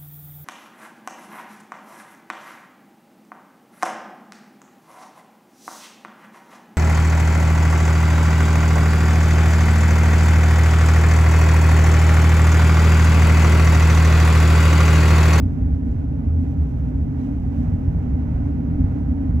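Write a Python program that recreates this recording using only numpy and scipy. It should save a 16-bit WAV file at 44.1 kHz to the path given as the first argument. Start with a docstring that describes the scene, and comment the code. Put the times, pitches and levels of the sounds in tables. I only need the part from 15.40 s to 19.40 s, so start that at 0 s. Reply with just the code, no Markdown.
"""Car cabin on a country road

Inside the rolling car, with a stereo microphone held in the hand. The uneven road shakes the body,
so the cabin booms all round, with many soft jolts; from below, the tyres drone and roar.
Air rushes by at the right-hand window. On the same side, right at the microphone,
the hand rustles and the casing ticks faintly."""
import sys
import numpy as np
from scipy import signal
from scipy.fft import rfft, irfft
from scipy.io import wavfile
from scipy.ndimage import uniform_filter1d

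SR = 44100
rng = np.random.default_rng(int(sys.argv[2]) if len(sys.argv) > 2 else 0)


def generate_wav(signal):
    """Clip the signal to [-1, 1] and save it as 16-bit WAV at the path in sys.argv[1]."""
    frames = np.transpose(np.atleast_2d(signal))
    scaled = np.clip(frames, -1, 1) * 32767
    pcm = np.round(scaled).astype(np.int16)
    wavfile.write(sys.argv[1], SR, pcm)


N = 176400
t = np.arange(N) / SR


def undb(db):
    """Decibels to gain."""
    return 10 ** (np.asarray(db) / 20)


def level(x, db):
    """Scale to an rms level."""
    return x * undb(db) / np.sqrt(np.mean(x ** 2))


def swell(curve):
    """A (t/s, level/dB) curve for every sample, in dB about its mean."""
    db = np.interp(t, *np.array(curve).T)
    return db - db.mean()


def drift(rate_hz):
    """Smooth random wandering with an rms of 1."""
    hold = int(SR / rate_hz)
    steps = np.repeat(rng.standard_normal(N // hold + 1), hold)
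    return level(uniform_filter1d(uniform_filter1d(steps, hold), hold)[:N], 0)


def colour(x, spectrum):
    """Filter by a (f/Hz, level/dB) spectrum."""
    hz, db = np.array(spectrum).T
    f = np.maximum(np.arange(N // 2 + 1) * SR / N, 1)
    return irfft(rfft(x) * undb(np.interp(np.log(f), np.log(hz), db)), N)


def noise(spectrum, db):
    """Coloured noise at an rms level."""
    return level(colour(rng.standard_normal(N), spectrum), db)


def resonate(x, hz, width):
    """A steep resonance: two passes through one peak, gain 1 at its centre."""
    b, a = signal.iirpeak(hz, hz / width, fs=SR)
    return signal.lfilter(b, a, signal.lfilter(b, a, x))


def shaken(modes):
    """Resonances kept ringing by random shaking."""
    return sum(level(resonate(rng.standard_normal(N + SR), hz, width)[SR:], db)
               for hz, width, db in modes)


def steady(x, amount=0.33):
    """Even out part of the random swelling."""
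    envelope = uniform_filter1d(np.abs(signal.hilbert(x)), SR // 25)
    return x / envelope ** amount


def at_microphone(x, lag_s, right_lift_db=0.77):
    """A low sound reaches the left port later and weaker than the right."""
    left = np.interp(t - lag_s, t, x)
    return np.array([left * undb(-right_lift_db / 2), x * undb(right_lift_db / 2)])


# spectrum of the microphone's own noise: f/Hz, relative level/dB
HISS_SPECTRUM = [(1000, -3.5), (3400, -4), (3900, 10), (4500, -9.5), (7000, -8), (9000, -13.5), (12000, 5),
                 (15500, 0)]
def microphone_hiss():
    """Each side of the microphone adds its own faint hiss."""
    return np.array([noise(HISS_SPECTRUM, db=-80) for _ in range(2)])


# ticks right at the microphone: t/s, f/Hz, width/Hz, starting level/dB
CASING_TICKS = [(0.514, 6160, 2400, -62), (3.116, 4970, 600, -66.5)]
def casing_ticks(decay_s=0.0095):
    """The casing creaks in short ringing ticks."""
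    return sum(shaken([(hz, width, db)]) * (t >= start) * np.exp(-np.abs(t - start) / decay_s)
               for start, hz, width, db in CASING_TICKS)


def skin_slips(per_s=6000, spread_db=1.5):
    """Skin slips in dense tiny clicks of uneven size."""
    clicks = (rng.random(N) < per_s / SR) * rng.choice([-1, 1], N)
    return clicks * undb(spread_db * rng.exponential(size=N))


# spectrum of skin rubbing on the microphone's casing: f/Hz, relative level/dB
RUB_SPECTRUM = [(800, -18.5), (2500, 8.5), (4400, -3), (6200, 3), (7000, -4), (7800, -0.5), (9200, -14.5),
                (10500, -10), (12600, -4), (15000, -11)]
# steady rubbing of the grip: t/s, relative level/dB
GRIP_LEVEL = [(0.08, -72.5), (0.35, -74.5), (0.44, -76), (0.46, -73), (0.77, -77), (1.04, -71), (1.77, -74),
              (1.79, -72.5), (1.96, -73.5), (2.2, -72), (2.28, -71.5), (2.87, -77), (3.13, -74),
              (3.21, -78), (3.54, -73.5), (3.92, -77)]
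# scrapes as the grip shifts: t/s, length/s, attack/s, rub level/dB, rasp level/dB
SCRAPES = [(0.316, 0.089, .015, -68, -73), (0.45, 0.044, .01, -69, -77), (0.533, .06, .01, -69, -83),
           (1.763, 0.13, 0.036, -63, -65.5), (2.098, 0.17, 0.053, -65, -73)]
def hand_rustle(grip_db=-66.5, release_s=0.035):
    """Skin slips on the casing all the time, stronger and raspier when the grip shifts."""
    rub_power = undb(grip_db + swell(GRIP_LEVEL)) ** 2
    rasp_gain = 0
    for start, length, attack, rub_db, rasp_db in SCRAPES:
        shape = np.clip((t - start) / attack, 0, 1) * np.clip((start + length - t) / release_s, 0, 1)
        rub_power += (undb(rub_db) * shape) ** 2
        rasp_gain += undb(rasp_db) * shape
    rasp = rasp_gain * level(resonate(skin_slips(), hz=3080, width=2000), 0)
    rub = np.sqrt(rub_power) * level(colour(skin_slips(), RUB_SPECTRUM), 0)
    rasp *= undb(2.5 * drift(90))  # the rasp flickers more than the whole rustle
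    return (rub + rasp) * undb(0.5 * drift(45))


# spectrum of air and road noise on the microphone's right: f/Hz, relative level/dB
RUSH_SPECTRUM = [(200, -9), (480, -8.5), (595, 0.5), (650, -1.5), (760, 1.5), (880, -3), (1100, -11.5),
                 (1480, -12.5), (2000, -16), (2600, -21.5), (3300, -31.5), (4400, -35.5), (6200, -35.5),
                 (9000, -48.5), (15000, -46)]
# rise and fall of the rush: t/s, relative level/dB
RUSH_SWELL = [(0.05, -51), (0.45, -53.5), (0.47, -51.5), (0.84, -52.5), (1.5, -52), (2.3, -50), (2.95, -48),
              (3.3, -49.5), (3.93, -50.5)]
# resonances of the space by the window: f/Hz, width/Hz, relative level/dB
WINDOW_MODES = [(590.6, 45, 3), (781, 100, -4), (1266, 110, -10), (1477, 150, -7), (2000, 63, -13.5)]
def window_rush(flutter_db=0.91):
    """Air and road noise from the side window, ringing and fluttering a little."""
    air = noise(RUSH_SPECTRUM, db=-44.5) + level(shaken(WINDOW_MODES), db=-52)
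    return air * undb(swell(RUSH_SWELL) + flutter_db * drift(30))


# spectrum of the tread's roar, heard from inside: f/Hz, relative level/dB
ROAR_SPECTRUM = [(15, -20.5), (31, 2), (50, 3.5), (110, 4.5), (200, 8), (330, -0.5), (400, -0.3),
                 (465, -4.5), (530, -8), (700, -16.5), (860, -20), (1050, -28.5), (1500, -36),
                 (2000, -52.5), (2600, -62), (6000, -70.5)]
def tread_roar():
    """The roar of the tread spreads through the cabin and arrives unrelated left and right."""
    return np.array([noise(ROAR_SPECTRUM, db=-35) for _ in range(2)])


# air resonances inside the tyres: f/Hz, width/Hz, relative level/dB
TYRE_MODES = [(235.1, 31.5, -1), (259.56, 24.2, -0.5), (280.4, 16.9, -2.5), (470.2, 44, -24)]
# rise and fall of the drone in the cabin: t/s, relative level/dB before scaling by depth
DRONE_SWELL = [(0.03, -28), (0.13, -33), (.24, -28.5), (.33, -33.5), (.48, -26), (.58, -33), (.82, -30.5),
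               (.92, -33.5), (1.0, -29), (1.42, -35), (1.52, -28.5), (1.72, -31), (1.85, -27.5),
               (1.98, -31.5), (2.14, -30.5), (2.2, -28), (2.4, -29), (2.57, -31), (2.75, -28.5),
               (3.07, -31.5), (3.2, -26.5), (3.3, -30), (3.4, -25.5), (3.51, -32.5), (3.57, -26.5),
               (3.64, -31), (3.7, -28.5), (3.93, -28)]
def tyre_drone(depth=1.2):
    """The air in the tyres rings at several close pitches."""
    return level(steady(shaken(TYRE_MODES)) * undb(depth * swell(DRONE_SWELL)), db=-28)


# the road holds the cabin's main resonance for a moment, then it sags: t/s, f/Hz, peak level/dB
HUM_PATH = [(.78, 80, -48), (0.871, 80.3, -18.5), (.92, 77.2, -12.5), (.96, 80.7, -22.5), (.99, 81.9, -18),
            (1.05, 82.3, -27.5), (1.14, 79.6, -22.5), (1.172, 80, -32), (1.21, 78, -16), (1.27, 63, -25.5),
            (1.34, 59, -41)]
def cabin_hum(waver=0.035, flicker_db=2):
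    """The main cabin resonance swells into a wavering, uneven tone."""
    times, hz, db = np.array(HUM_PATH).T
    pitch = np.interp(t, times, hz) * (1 + waver * drift(25))
    gain = np.interp(t, times, undb(db), left=0, right=0) * undb(flicker_db * drift(45))
    return gain * np.sin(2 * np.pi * np.cumsum(pitch) / SR)


# low resonances of the cabin around the microphone: f/Hz, width/Hz, relative level/dB
CABIN_MODES = [(35.4, 8, -16), (50, 11, -20), (63.6, 21, -5), (79.9, 25.4, -2.5)]
# higher resonances of the body panels: f/Hz, width/Hz, relative level/dB
PANEL_MODES = [(123.9, 19.8, -8.5), (158.6, 34.5, -9)]
# shaking from the road: t/s, relative level/dB before scaling by depth
ROAD_SHAKE = [(0.02, -26), (0.07, -21.5), (0.13, -29), (0.18, -26.5), (0.26, -17), (0.38, -25),
              (0.6, -22.5), (0.75, -24.5), (0.9, -24.5), (1.28, -26), (1.37, -21.5), (1.6, -23),
              (1.68, -33.5), (1.73, -20), (1.83, -32), (1.96, -20.5), (2.13, -24), (2.42, -24),
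              (2.66, -25.5), (2.8, -22.5), (3.1, -20), (3.18, -25), (3.27, -22), (3.4, -25), (3.52, -23),
              (3.72, -20.5), (3.84, -26), (3.96, -18)]
def cabin_boom(depth=0.58):
    """The road's roughness keeps cabin and panels ringing."""
    cabin = steady(shaken(CABIN_MODES)) * undb(depth * swell(ROAD_SHAKE))
    panels = steady(shaken(PANEL_MODES))
    return level(cabin, db=-23.5) + level(panels, db=-28.5)


# bumps passing under the car: t/s, peak level/dB
BUMPS = [(0.018, -11.5), (0.053, -13), (0.21, -13.5), (0.324, -14), (.497, -13.5), (0.667, -17),
         (1.549, -17.5), (1.623, -14.5), (2.183, -13.5), (2.272, -12.5), (2.326, -10), (2.47, -10.5),
         (2.548, -10.5), (2.727, -14), (2.915, -15), (2.951, -18.5), (3.397, -8), (3.434, -15),
         (3.613, -11.5), (3.886, -12.5)]
def road_jolts(push_s=0.0021, ring_time_ratio=0.9):
    """Each bump gives cabin and panels one soft push; their ringing builds and dies away."""
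    push = t * np.exp(-2 * t / push_s)
    ring = sum(undb(db) * resonate(push, hz, width / ring_time_ratio)
               for hz, width, db in CABIN_MODES + PANEL_MODES)
    ring /= np.abs(ring).max()
    return sum(undb(db) * np.interp(t - start, t, ring, left=0) for start, db in BUMPS)


def scene():
    """Rumble all round the microphone; rush, rustle and ticks on its right."""
    mix = at_microphone(cabin_boom() + cabin_hum() + road_jolts(), lag_s=0.00035)
    mix += at_microphone(tyre_drone(), lag_s=0.00043)
    mix += tread_roar() + microphone_hiss()
    mix[1] += window_rush() + hand_rustle() + casing_ticks()
    return mix


def record(dry, fade_in_s=0.002, top_hz=15750):
    """The recorder opens without a click and cuts the highest treble."""
    opening = np.minimum(t / fade_in_s, 1)
    lowpass = signal.ellip(8, 0.2, 70, top_hz, fs=SR, output="sos")
    return signal.sosfilt(lowpass, dry * opening)


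dry = scene()
out = record(dry)
generate_wav(out)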